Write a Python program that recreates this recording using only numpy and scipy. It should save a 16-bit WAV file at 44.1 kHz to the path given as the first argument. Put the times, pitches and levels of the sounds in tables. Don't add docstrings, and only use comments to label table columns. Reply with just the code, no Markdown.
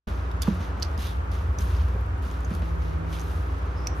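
import sys
import numpy as np
from scipy import signal
from scipy.fft import rfft, irfft
from scipy.io import wavfile
from scipy.ndimage import uniform_filter1d

SR = 44100
rng = np.random.default_rng(int(sys.argv[2]) if len(sys.argv) > 2 else 0)


def file_out(sig):
    cols = np.atleast_2d(sig).T
    lim = np.clip(cols, -1, 1)
    pcm = np.round(lim * 32767).astype(np.int16)
    wavfile.write(sys.argv[1], SR, pcm)


N = 176400

# frequency in Hz, relative density in dB.
TRAFFIC_SPECTRUM = [(60, -25), (140, 4.5), (240, -4.5), (350, -0.5), (500, -2), (600, -2.5), (800, -3),
                    (1250, -0.5), (1550, -5.5), (1900, -11.5), (2600, -17), (4000, -27), (6200, -32.5),
                    (8300, -30), (12000, -68), (15000, -38)]
RUMBLE_SPECTRUM = [(20, -34), (36, -14), (48, -4), (66, 7), (77, 10.5), (88, 6.5), (105, 0), (135, -17),
                   (170, -12), (210, -19), (300, -30.5), (600, -60.5)]
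FIZZ_SPECTRUM = [(2000, -7), (6000, -2), (8500, -3), (10000, 3.5), (12500, 1.5), (14300, -3), (15700, -24)]
RUB_SPECTRUM = [(500, 2), (1800, -1.5), (2800, 1.5), (3750, 0.5), (4700, -4), (6500, -5.5), (8300, -38),
                (15000, -47)]
CLATTER_SPECTRUM = [(150, 8), (400, 7), (900, 7), (1400, -2), (2200, -1), (4000, -13.5), (8000, -50)]
SPRAY_SPECTRUM = [(1000, -28), (3000, 7.5), (5000, 9.5), (6500, 10), (8500, -0.5), (10300, 10),
                  (12500, 1.5), (14000, 9), (15500, -26)]
FLOP_SPECTRUM = [(200, -27), (380, 7), (540, 11), (800, -28), (2500, -52)]
# frequency in Hz, left-right correlation before clipping.
TRAFFIC_CORRELATION = [(100, 0.27), (220, 0.7), (350, 1), (550, 0.033), (1100, -0.23), (2500, -0.006),
                       (6000, 0.2), (11000, -3.4)]
# frequency in Hz, base level in dB, pitch wander in Hz.
DRONE_TONES = [(60.57, -29, 0.11), (77.4, -37, 1), (85.56, -37, .7)]
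MOTOR_TONES = [(274.5, -52, 3.14), (322.3, -60, 1.5), (395, -56.5, 2.96), (494.7, -58, 2.69),
               (640, -66.5, 4.9), (946, -61.5, 6.1)]
# time in seconds, gain in dB.
DRONE_GAIN = [(0, -2), (.8, -3), (1.3, 1.5), (1.8, 2.5), (2.3, -0.5), (2.8, 0.5), (3.1, -3.5), (4, -4)]
# time in seconds, pitch in Hz, level of the fundamental in dB.
ENGINE_TRACK = [(0, 171, -46), (.8, 171.3, -48), (1.7, 171.3, -49.5), (2.05, 168, -55), (2.4, 163.9, -49),
                (2.64, 164.4, -39.5), (3.05, 162.2, -37.5), (3.35, 161.4, -44), (3.6, 156.7, -59.5),
                (3.8, 150.3, -41.5), (4, 152, -48.5)]
ENGINE_HARMONICS_DB = [0, -10, -11, -17]
# start, rise and hold in seconds, fall in dB/s, fizz and rub levels in dB.
STROKES = [(0.02, 0.0073, 0.031, 58, -61, -49), (0.408, 0.01, 0.055, 76, -58, -47),
           (0.591, 0.024, 0.0091, 145, -61.5, -48), (0.758, 0.049, 0.13, 136, -68, -61),
           (0.816, .005, .012, 260, -66, -44.5), (0.971, 0.035, 0.064, 163, -51, -43),
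           (1.311, 0.0063, 0.023, 91, -59.5, -49.5), (1.578, 0.011, 0.023, 55, -54, -49),
           (1.657, 0.019, 0.13, 97, -68, -52), (2.212, 0.014, 0.076, 61, -62.5, -53),
           (2.444, 0.1, .012, 172, -61, -52), (2.61, 0.028, 0.053, 90, -66, -56),
           (2.778, 0.048, 0.054, 86, -66, -54.5), (3.053, 0.066, 0.2, 55, -59.5, -53),
           (3.119, 0.0095, 0.022, 198, -56, -47), (3.474, 0.028, 0.34, 72.5, -74, -61.5),
           (3.937, 0.027, .04, 89, -64, -71)]
# start in seconds, blow strength in dB, clatter level in dB.
THUMPS = [(.072, -28, -37.5), (0.481, -12.5, -37), (.603, -32.5, -42), (0.779, -34, -46), (0.984, -31, -50),
          (1.598, -35.5, -53), (1.945, -37, -48), (2.258, -32, -48), (2.512, -25, -39.5),
          (2.625, -32.5, -37)]
# frequency in Hz, gain in dB, T60 in seconds.
BOWL_MODES = [(178.7, -5.5, 0.27), (204.5, 2, 0.11), (240, -4.5, 0.013), (327, -17, 0.17), (465, -9, 0.047)]
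# start in seconds, level in dB, pitch in Hz, decay in ms, spray level in dB.
SMACKS = [(0.3142, -38.5, 3730, 1.3, -52), (0.4197, -42, 5850, 1.3, -26.5), (0.4238, -29, 4630, 1.8, -40),
          (0.431, -32, 3500, 3.2, -38), (.4732, -22.5, 1240, 0.89, -62), (.478, -19.5, 1020, 1.2, -64),
          (.5525, -50, 10500, 1, -60), (.772, -36.5, 773, 5.3, -72), (.799, -48.5, 6960, 3, -56),
          (0.8243, -18, 4270, 0.94, -51), (0.8247, -35, 2900, 1.2, -61), (0.8263, -24.5, 6040, 1.3, -46),
          (.829, -19.5, 4580, 1.1, -46), (0.839, -36, 4530, 1.5, -56), (0.848, -41, 4930, 2.2, -62),
          (0.913, -56, 7000, 1.5, -57), (0.977, -42.5, 4900, 2.2, -43), (0.9978, -46, 3280, 1.5, -49),
          (1.029, -47, 6750, 1.2, -52), (1.069, -44, 5200, 1.3, -56), (1.3159, -54, 3770, 1.5, -50),
          (1.329, -57, 7000, 1, -61), (1.5865, -30, 6000, 2, -52), (1.607, -42, 3120, 1.5, -40),
          (1.623, -39.5, 6800, 1.2, -60), (1.7646, -45, 4820, 1.3, -58), (1.817, -42, 2930, 1.4, -58),
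          (1.8846, -51, 5600, 1.5, -55), (2.011, -50, 11500, 0.88, -67), (2.3127, -41, 6750, 1.1, -57),
          (2.313, -43, 3280, 1.2, -63), (2.406, -48, 6960, 1.3, -55), (2.447, -45.5, 6520, 5.6, -54),
          (2.5057, -49, 7000, 1.5, -60), (2.538, -60, 7000, 1, -49), (2.55, -37, 3540, 1, -41),
          (3.128, -41, 3230, 2, -52), (3.196, -38, 6550, 1.2, -48), (3.205, -38, 5900, 1.2, -53),
          (3.214, -39, 6600, 1.3, -47), (3.871, -18, 6020, 1.2, -40.5), (3.8711, -27, 2590, 1.1, -62)]
# start and length in seconds, start and end pitch in Hz, level in dB.
SQUEAKS = [(1.02, 0.12, 3860, 3690, -49), (1.686, 0.04, 4140, 3570, -49), (1.782, 0.042, 3650, 2680, -53),
           (3.119, 0.06, 3890, 3180, -48.5), (3.745, 0.22, 5080, 5650, -62)]
# frequency in Hz, left minus right in dB.
BALANCE = [(180, -3.2), (600, -1), (1500, 0), (3500, -2.3), (6000, -4), (8000, -2), (10000, .3)]

CRACKLE_SPREAD_DB = 2.8


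def undb(db):
    return 10 ** (np.asarray(db) / 20)


def unit(x):
    return x / np.sqrt(np.mean(x ** 2))


def on_bins(points):
    hz, value = np.array(points, float).T
    return np.interp(np.log(np.arange(N // 2 + 1) * SR / N + 1e-9), np.log(hz), value)


def over_time(points, column=1):
    rows = np.array(points, float)
    return np.interp(np.arange(N) / SR, rows[:, 0], rows[:, column])


def colour(x, spectrum):
    return unit(irfft(rfft(x) * undb(on_bins(spectrum)), N))


def walk(rate_hz):
    hold = int(SR / rate_hz)
    steps = np.repeat(rng.standard_normal(400), hold)[:N]
    return unit(uniform_filter1d(uniform_filter1d(steps, hold), hold))


def decay(start_s, tau_s):
    age = np.arange(N) / SR - start_s
    return (age >= 0) * np.exp(-np.maximum(age, 0) / tau_s)


def swell(peak_s, half_s):
    return np.exp(-((np.arange(N) / SR - peak_s) / half_s) ** 2)


def grains(per_s, spread_db):
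    size = undb(spread_db * np.minimum(rng.exponential(size=N), 5))
    return unit((rng.random(N) < per_s / SR) * size * rng.choice([-1, 1], N))


def tones(rows, waver_db):
    out = 0
    for hz, db, wander_hz in rows:
        gain = undb(db + waver_db * walk(4.13))
        phase = 2 * np.pi * np.cumsum(hz + wander_hz * walk(7)) / SR
        out += gain * np.sin(phase)
    return np.sqrt(2) * out


def traffic(level_db=-39, swell_db=.25, flicker_db=.6):
    correlation = np.clip(on_bins(TRAFFIC_CORRELATION), -.95, .95)
    mid, side = (
        irfft(rfft(rng.standard_normal(N)) * np.sqrt(power), N) * undb(flicker_db * walk(14))
        for power in (1 + correlation, 1 - correlation))
    wash = colour(np.array([mid + side, mid - side]), TRAFFIC_SPECTRUM)
    return wash * undb(level_db + swell_db * walk(4.65))


def drone(rumble_db=-31):
    rumble = colour(rng.standard_normal(N), RUMBLE_SPECTRUM) * undb(rumble_db)
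    return (tones(DRONE_TONES, waver_db=2.0) + rumble) * undb(over_time(DRONE_GAIN))


def engine(left_lag_s=.0009):
    hz = over_time(ENGINE_TRACK) * (1 + 0.002 * walk(14))
    phase = 2 * np.pi * (np.cumsum(hz) / SR - hz * np.array([[left_lag_s], [0]]))
    tone = sum(undb(db) * np.sin(k * phase) for k, db in enumerate(ENGINE_HARMONICS_DB, 1))
    return np.sqrt(2) * tone * undb(over_time(ENGINE_TRACK, column=2))


def motors(swell_hz=274.5, swell_db=-44):
    tone = np.sqrt(2) * np.sin(2 * np.pi * swell_hz * np.arange(N) / SR)
    return tones(MOTOR_TONES, waver_db=1.5) + undb(swell_db) * swell(peak_s=3.56, half_s=.065) * tone


def settling(level_db=-78.5, clicks_per_s=56):
    return undb(level_db) * colour(grains(clicks_per_s, CRACKLE_SPREAD_DB), FIZZ_SPECTRUM)


def rustle(crackle_db=-5.5):
    t = np.arange(N) / SR
    fizz_power, rub_power = 0, 0
    for start_s, rise_s, hold_s, fall_db_per_s, fizz_db, rub_db in STROKES:
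        attack = np.clip((t - start_s) / rise_s, 0, 1)
        envelope = attack * undb(-fall_db_per_s * np.maximum(t - start_s - rise_s - hold_s, 0))
        fizz_power += (envelope * undb(fizz_db)) ** 2
        rub_power += (envelope * undb(rub_db)) ** 2
    out = ticks(np.sqrt(fizz_power))
    for power, spectrum, hiss_db in ((fizz_power, FIZZ_SPECTRUM, -1), (rub_power, RUB_SPECTRUM, -2)):
        clicks = grains(per_s=9000, spread_db=3.5)
        crackle = undb(crackle_db) * grains(per_s=150, spread_db=CRACKLE_SPREAD_DB)
        hiss = undb(hiss_db) * rng.standard_normal((2, N))
        out = out + np.sqrt(power) * colour(clicks + crackle + hiss, spectrum)
    return out


def ticks(envelope, per_s=150, gain_db=8.5, spread_db=4, centre_hz=7470, decay_cycles=1.74):
    out = np.zeros(N)
    age = np.arange(SR // 100) / SR
    for time_draw, size_draw, pitch_draw in rng.random((int(per_s * N / SR), 3)):
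        hz = centre_hz * 2 ** (2 * pitch_draw - 1)
        first = int(time_draw * (N - len(age)))
        size = envelope[first] * undb(gain_db - spread_db * np.log(max(size_draw, .06)))
        ping = np.exp(-age * hz / decay_cycles) * np.sin(2 * np.pi * hz * age)
        out[first:first + len(age)] += size * ping
    return out


def thumps(push_s=.0017, clatter_lead_s=.0037, clatter_decay_s=.012):
    t = np.arange(N) / SR
    ring = sum(undb(db - 60 * t / t60_s) * np.sin(2 * np.pi * hz * t) for hz, db, t60_s in BOWL_MODES)
    ring *= 1 - np.exp(-t / push_s)
    blows, contact = np.zeros(N), 0
    for start_s, blow_db, clatter_db in THUMPS:
        blows[int(start_s * SR)] -= undb(blow_db)
        contact += undb(clatter_db) * decay(start_s - clatter_lead_s, clatter_decay_s)
    clatter = contact * colour(rng.standard_normal(N), CLATTER_SPECTRUM)
    return signal.fftconvolve(blows, ring)[:N] + clatter


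def smacks(open_s=.00015, glide=.0086, roughness=.51, spray_decay_s=.0031):
    age = np.arange(SR // 20) / SR
    out, spray = np.zeros(N), 0
    for start_s, db, hz, decay_ms, spray_db in SMACKS:
        fall = np.exp(-1000 * age / decay_ms)
        envelope = (1 - np.exp(-age / open_s)) * fall
        phase = 2 * np.pi * np.cumsum(hz * (1 + glide * (.5 - fall))) / SR
        phase += roughness * np.cumsum(rng.standard_normal(len(age))) * np.sqrt(hz / SR)
        ring = np.sqrt(2) * undb(db) * envelope * np.sin(phase)
        first = int(start_s * SR)
        out[first:first + len(age)] += ring[:N - first]
        spray += undb(spray_db) * decay(start_s, spray_decay_s)
    return out + spray * colour(rng.standard_normal(N), SPRAY_SPECTRUM)


def squeaks(width_hz=650, edge_s=.035):
    t = np.arange(N) / SR
    lowpass = signal.butter(2, width_hz / 2, fs=SR, output="sos")
    slip = signal.sosfilt(lowpass, rng.standard_normal(N) + 1j * rng.standard_normal(N))
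    out = 0
    for start_s, length_s, start_hz, end_hz, db in SQUEAKS:
        end_s = start_s + length_s
        hz = np.interp(t, [start_s, end_s], [start_hz, end_hz])
        band = unit(np.real(slip * np.exp(2j * np.pi * np.cumsum(hz) / SR)))
        envelope = np.clip(np.minimum(t - start_s, end_s - t) / edge_s, 0, 1)
        out += undb(db) * envelope * band
    return out


def flop(level_db=-41):
    envelope = undb(level_db) * swell(peak_s=1.955, half_s=.025)
    return envelope * colour(rng.standard_normal(N), FLOP_SPECTRUM)


def terrace(x, early_decay_s=.003, early_db=-4.5, tail_t60_s=.18, tail_db=-12):
    t = np.arange(SR // 2) / SR
    out = x
    for envelope, db in ((np.exp(-t / early_decay_s), early_db), (undb(-60 * t / tail_t60_s), tail_db)):
        response = rng.standard_normal((2, len(t))) * envelope / np.linalg.norm(envelope)
        out = out + undb(db) * signal.fftconvolve(x[None], response, axes=1)[:, :N]
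    return out


def scene():
    bowl = rustle() + terrace(smacks() + squeaks() + settling()) + thumps() + flop()
    balance_db = on_bins(BALANCE)
    pan = undb(np.array([balance_db, -balance_db]) / 2)
    panned = irfft(rfft(bowl + engine() + motors()) * pan, N)
    return panned + drone() + traffic()


def record(dry, start_s=.07, fade_s=.006, top_hz=15200):
    fade_in = np.clip((np.arange(N) / SR - start_s) / fade_s, .001, 1)
    lowpass = signal.ellip(8, .2, 80, top_hz, fs=SR, output="sos")
    return signal.sosfilt(lowpass, dry * fade_in)


dry = scene()
out = record(dry)
file_out(out)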